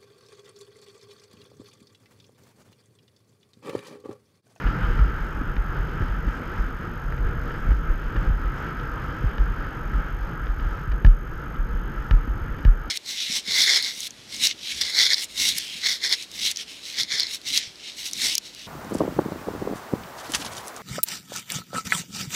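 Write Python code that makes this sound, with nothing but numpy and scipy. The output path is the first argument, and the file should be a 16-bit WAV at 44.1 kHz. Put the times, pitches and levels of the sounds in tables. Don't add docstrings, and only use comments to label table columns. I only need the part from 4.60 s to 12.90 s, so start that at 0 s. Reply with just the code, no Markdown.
import sys
import numpy as np
from scipy import signal
from scipy.fft import rfft, irfft, next_fast_len
from scipy.io import wavfile
from scipy.ndimage import uniform_filter1d

SR = 44100
rng = np.random.default_rng(int(sys.argv[2]) if len(sys.argv) > 2 else 0)


def voltage_ratio(decibels):
    exponent = np.asarray(decibels, float) / 20
    return 10 ** exponent


def digitize_waveform(pressure):
    field = np.atleast_2d(pressure).T
    bounded = np.clip(field, -1, 1)
    quanta = np.round(bounded * 32767).astype(np.int16)
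    wavfile.write(sys.argv[1], SR, quanta)


N = 366027


def unit(x):
    return x / np.sqrt(np.mean(x ** 2))


def walk(rate):
    k = int(SR / rate)
    held = np.repeat(rng.standard_normal(N // k + 1), k)
    slewed = uniform_filter1d(uniform_filter1d(held, k), k)
    return unit(slewed[:N])


def lag(x, s):
    k = np.exp(-1 / (max(s, 0.001) * SR))
    return signal.lfilter([1 - k], [1, -k], x)


def add(out, s, sound):
    i = int(s * SR)
    out[i:i + len(sound)] += sound[:N - i]


def filtered(x, order, hz, kind="low"):
    return signal.sosfilt(signal.butter(order, hz, kind, fs=SR, output="sos"), x)


def ring(t, modes):
    y = np.zeros(len(t))
    for hz, db, t60 in modes:
        y += voltage_ratio(db) * np.sin(2 * np.pi * hz * t) * 1000 ** (-t / max(t60, 0.002))
    return y / np.abs(y).max()


def whine():
    frame_hz, line_hz = 47.9555, 12899.1
    read_start, read_share = 0.865, 0.385
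    t = np.arange(N) / SR
    frame = t * frame_hz + 1 - read_start
    index = frame.astype(int)
    reading = uniform_filter1d(1.0 * (frame % 1 < read_share), size=24)
    chance = rng.standard_normal((int(frame[-1]) + 1, 2))
    slip = np.cumsum(1.2 * chance[:, 0])[index]
    sign = np.sign(chance[:, 1])[index]
    phase = 2 * np.pi * line_hz * t + slip
    line_tone = voltage_ratio(-59.5) * np.sin(phase)
    half_tone = voltage_ratio(-61.5) * sign * np.sin(phase / 2)
    return reading * voltage_ratio(0.67 * walk(16)) * (line_tone + half_tone)


def wind(roar_db, buffet_db, hiss_db):
    # frequency in Hz, level in dB per Hz.
    air_colour = [(41, -32), (70, 0), (479, -13), (716, -21), (1100, -19), (1310, -11), (3060, -36),
                  (4010, -43), (6550, -51.5), (7000, -52), (11700, -66.5), (13100, -64.5), (14600, -74)]
    # frequency in Hz, width in Hz, lift in dB.
    cavities = [
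        (146.5, 53, 7.5),
        (316, 91, 3.5),
        (481, 35, 4),
        (881, 240, 6),
        (1297, 175, 5),
        (1619, 325, 7),
        (3114, 490, 7.5),
        (5050, 590, 8),
    ]
    size = next_fast_len(N)
    hz = np.arange(1, size // 2 + 2) * SR / size
    air_hz, air_db = np.transpose(air_colour)
    colour = voltage_ratio(np.interp(np.log(hz), np.log(air_hz), air_db))
    for f, width, db in cavities:
        colour = colour * voltage_ratio(db / (1 + (2 * (hz - f) / width) ** 2))
    noise = rfft(rng.standard_normal(size)) * colour

    groups = np.zeros((3, N))
    gust, nod = walk(9), walk(15)
    for centre in 70 * 2 ** np.arange(0, 8, 0.5):
        share = np.cos(np.pi / 2 * np.clip(2 * np.log2(hz / centre), -1, 1)) ** 2
        gust = 0.65 * gust + 0.84 * walk(15)
        flicker_db = np.interp(np.log(centre), np.log([100, 1000, 4000, 10000]), [2.87, 0.72, 0.99, 3.3])
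        swing_db = flicker_db * (0.44 * gust + 0.71 * walk(25)) + 0.5 * walk(45) + 0.86 * nod
        group = 0 if centre < 600 else 1 if centre < 2100 else 2
        groups[group] += irfft(noise * share, size)[:N] * voltage_ratio(swing_db)
    buffet, roar, hiss = map(unit, groups)
    return voltage_ratio(buffet_db + 1.5) * buffet + voltage_ratio(roar_db + 1.0) * roar + voltage_ratio(hiss_db + 4.0) * hiss


def shake(db):
    hum = signal.sosfilt(signal.butter(2, [22, 52], "band", fs=SR, output="sos"), rng.standard_normal(N))
    return voltage_ratio(db - 2.0 + 2.0 * walk(17)) * unit(hum)


def knocks():
    # start in seconds, rim peak in dB, shell in dB above it,
    # thump in dB above it, contact time in seconds.
    taps = [(0.9653, -31.5, 7, 5, 0.0013), (1.483, -39, -10, 2, 0.0008), (2.5227, -48, 21.5, 8, 0.00077),
            (2.578, -40.5, 8, 2, 0.0009), (2.9066, -47, 14, 4, 0.00062), (3.106, -43.5, 14, 0, 0.0008),
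            (4.1976, -36.5, 1, 5, 0.0008), (4.7811, -31.5, 6, -5, 0.00096), (5.3348, -46, 14, -6, 0.0008),
            (5.8681, -36, 6, -3, 0.001), (5.9975, -39.5, 5, 5, 0.00088), (6.4476, -26.5, 11, -11, 0.00088),
            (6.499, -52, -3, -8, 0.001), (6.9582, -42, -4, 11, 0.00096), (7.5097, -27, 4.5, -5, 0.00068),
            (8.0496, -31, 6, -5, 0.0008)]
    rubs = [(0.0648, -30, 7.7, 5, 0.0053), (0.3895, -32.5, 14.5, -7, 0.0022),
            (0.812, -40.5, 14.5, 19, 0.0026), (1.4201, -35, 12, 10.5, 0.0026),
            (1.6784, -34, 9.6, 13, 0.0043), (3.1163, -33.5, 6, 11, 0.003), (3.557, -30.5, 13, 6, 0.005),
            (6.316, -31.5, 9.2, -4, 0.003), (6.4636, -26.5, 2.2, 2, 0.0016), (7.675, -41, 6.8, 18, 0.003),
            (7.9796, -37, 7, 6, 0.006), (8.0654, -42, 0, 3, 0.003)]
    # frequency in Hz, level in dB, t60 in seconds.
    shell_modes = [
        (594, -4, 0.015),
        (890, -4, 0.017),
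        (1400, -3.5, 0.02),
        (1706, 5.5, 0.012),
        (2130, -8, 0.0096),
    ]
    rim_modes = [
        (2500, 20, 0.0071),
        (2910, 23.5, 0.0081),
        (4000, 7, 0.012),
        (4140, -4, 0.0076),
        (5150, -11.5, 0.0044),
        (5840, -16, 0.003),
        (7350, -7.5, 0.0022),
    ]
    out, t = np.zeros(N), np.arange(SR // 12) / SR
    hits = list(taps) + list(rubs)
    chance = rng.standard_normal((len(hits), 1024))
    give = 1 - np.exp(-t / 0.0007)
    rim = filtered(give * ring(t, rim_modes), 5, 8000)
    shell = filtered(give * ring(t, shell_modes), 5, 2400)
    grit = rng.standard_normal(len(t)) * give * np.exp(-t / 0.0021)
    rim = rim + voltage_ratio(-11) * filtered(grit, 4, [2220, 5500], "band")
    thump = -np.sin(2 * np.pi * 260 * t) * t / 0.0036 * np.exp(1 - t / 0.0021)
    early = t[:1024]
    for (s, db, shell_db, thump_db, span), c in zip(hits, chance):
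        contact = c * early / span * np.exp(-early / span)
        contact = contact * np.sqrt(span / 0.004 / np.sum(contact ** 2))
        contact[12] += 0.0015 / span
        struck = np.convolve(rim + voltage_ratio(shell_db + 2) * shell, contact)[:len(t)]
        add(out, s, voltage_ratio(db + 6.0) * struck + voltage_ratio(db + thump_db + 4.0) * thump)
    return out


def slams():
    # start in seconds, peak in dB, rebound in dB, swing in seconds.
    throws = [
        (6.447, -5, -6, 0.04),
        (7.5101, -8.5, -8, 0.027),
        (8.052, -7, -10, 0.032),
    ]
    out, t = np.zeros(N), np.arange(SR) / SR
    cycles = 36.0 * t + 0.73 * (1 - np.exp(-t / 0.0068))
    bounce = -np.sin(2 * np.pi * 120 * t) * t / 0.0045 * np.exp(1 - t / 0.0045)
    for s, db, rebound_db, swing in throws:
        swell = np.exp(-((t - 0.038) / swing) ** 2) + 0.27 * np.exp(-t / 0.1)
        add(out, s, -voltage_ratio(db + 2.0) * swell * np.sin(2 * np.pi * cycles))
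        add(out, s + 0.024, voltage_ratio(db + rebound_db) * bounce)
    return out


def hooves():
    # start in seconds, peak in dB, upper thud in dB, ring in Hz.
    landings = [(0.396, -5, -11.5, 50.4), (0.969, -11, -21, 41.4), (1.408, -17, 0, 40.2),
                (1.988, -13, -20, 41.4), (2.595, -12.5, -19.5, 44.4), (3.089, -7.5, -9, 50),
                (3.7, -12, -5.5, 36.2), (4.163, -22, -29, 37.7), (4.789, -8, -25, 42.6),
                (5.335, -11, -15.5, 46.2), (5.886, -13.5, -27, 38.2), (6.982, -14, -33, 37)]
    # start in seconds, peak in dB, upper thud in dB.
    other_steps = [(0.042, -10, -14), (0.223, -11.5, -13.5), (0.289, -13.5, -7.5), (0.6, -18, -16.5),
                   (0.869, -17, -16.5), (1.18, -16, -9), (1.559, -19.5, -21), (1.655, -12.5, -9),
                   (2.443, -15.5, -20), (2.518, -20, -7), (2.647, -15.5, -9), (2.77, -18, -7),
                   (3.028, -26.5, -10.5), (3.139, -14.5, -20.5), (3.289, -13, -13), (3.559, -15, -9.5),
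                   (3.842, -13, -28), (4.643, -14, -2), (4.88, -18, -21), (5.054, -21.5, -10),
                   (5.524, -19.5, -24), (5.598, -20, -13), (5.809, -19, -16.5), (5.967, -19.5, -11),
                   (6.055, -14, -11), (6.278, -15.5, -7), (6.319, -14.5, -25), (7.137, -16, -17.5),
                   (7.679, -13, -27), (7.808, -19, -20)]
    # start in seconds, peak in dB.
    more_steps = [(0.748, -22), (1.496, -16.5), (1.851, -27.5), (2.1, -31), (3.056, -12.5), (3.662, -11),
                  (4.024, -41), (4.317, -22.5), (4.474, -28.5), (5.241, -20), (6.86, -26.5), (7.367, -19)]
    mount_hz, mount_spread, fade_s = 41.8, 0.094, 0.013
    common_thud_db = -14.5
    out, t = np.zeros(N), np.arange(SR // 4) / SR
    rows = list(other_steps) + [(s, db, common_thud_db) for s, db in more_steps]
    chance = rng.standard_normal(len(rows))
    steps = [(*row, mount_hz * (1 + mount_spread * c)) for row, c in zip(rows, chance)]
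    swell = (t / (2 * fade_s)) ** 2 * np.exp(2 - t / fade_s)
    thud_cycles = 70 * t + 0.74 * (1 - np.exp(-t / 0.005))
    thud = np.sin(2 * np.pi * thud_cycles) * t / 0.01 * np.exp(1 - t / 0.0074)
    for s, db, upper_db, hz in list(landings) + steps:
        mount_ring = -np.sin(2 * np.pi * hz * t) * swell
        add(out, s - 0.004, voltage_ratio(db - 2.5) * (voltage_ratio(upper_db + 6.0) * thud + mount_ring))
    return out


def scene():
    # time in seconds, level in dB, side wind in dB as the head turns.
    airflow = [(0.0, -34.5, -1), (0.44, -35.5, 0.5), (0.81, -39, -0.5), (1.25, -37.5, 1.5), (1.52, -39, 0),
               (1.9, -37, 0.5), (2.56, -41, 0.5), (2.89, -38.5, 1.5), (3.61, -39.5, 0), (4.11, -36.5, -1.5),
               (4.55, -37.5, 0.5), (6.06, -39.5, -1), (6.26, -40, -0.5), (6.45, -42.5, 1.5),
               (6.66, -43.5, 0), (6.96, -41, 0.5), (7.65, -40.5, -0.5), (8.3, -40.5, -1.5)]
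    s, *columns = np.transpose(airflow)
    roar_db, side_db = (np.interp(np.arange(N) / SR, s, c) for c in columns)
    flow = roar_db + 39
    air = wind(roar_db, buffet_db=-36.5 + 0.74 * flow + side_db, hiss_db=-55 + 1.17 * flow)
    beats = hooves()
    jolt_db = 10 * np.log10(lag(unit(beats) ** 2, 0.1) + 0.078)
    return (air + shake(-29 + 0.38 * jolt_db) + beats + slams() + knocks())[None]


def band_limit(x):
    return signal.sosfilt(signal.butter(12, 14800, fs=SR, output="sos"), x)


def record(dry):
    excess = np.clip(np.abs(dry) - 0.43, 0, None)
    over = lag(lag(excess, 0.05), 0.13)
    hiss = voltage_ratio(-74.5 + 1.5 * walk(12)) * rng.standard_normal(N)
    ducked = (dry + hiss) * voltage_ratio(-1.5 * over / over.max())
    rounded = np.tanh(0.59 * ducked) / 0.6
    top_cut = signal.ellip(8, 0.2, 60, 14150, fs=SR, output="sos")
    return band_limit(signal.sosfilt(top_cut, rounded + whine()))


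dry = scene()
out = record(dry)
digitize_waveform(out)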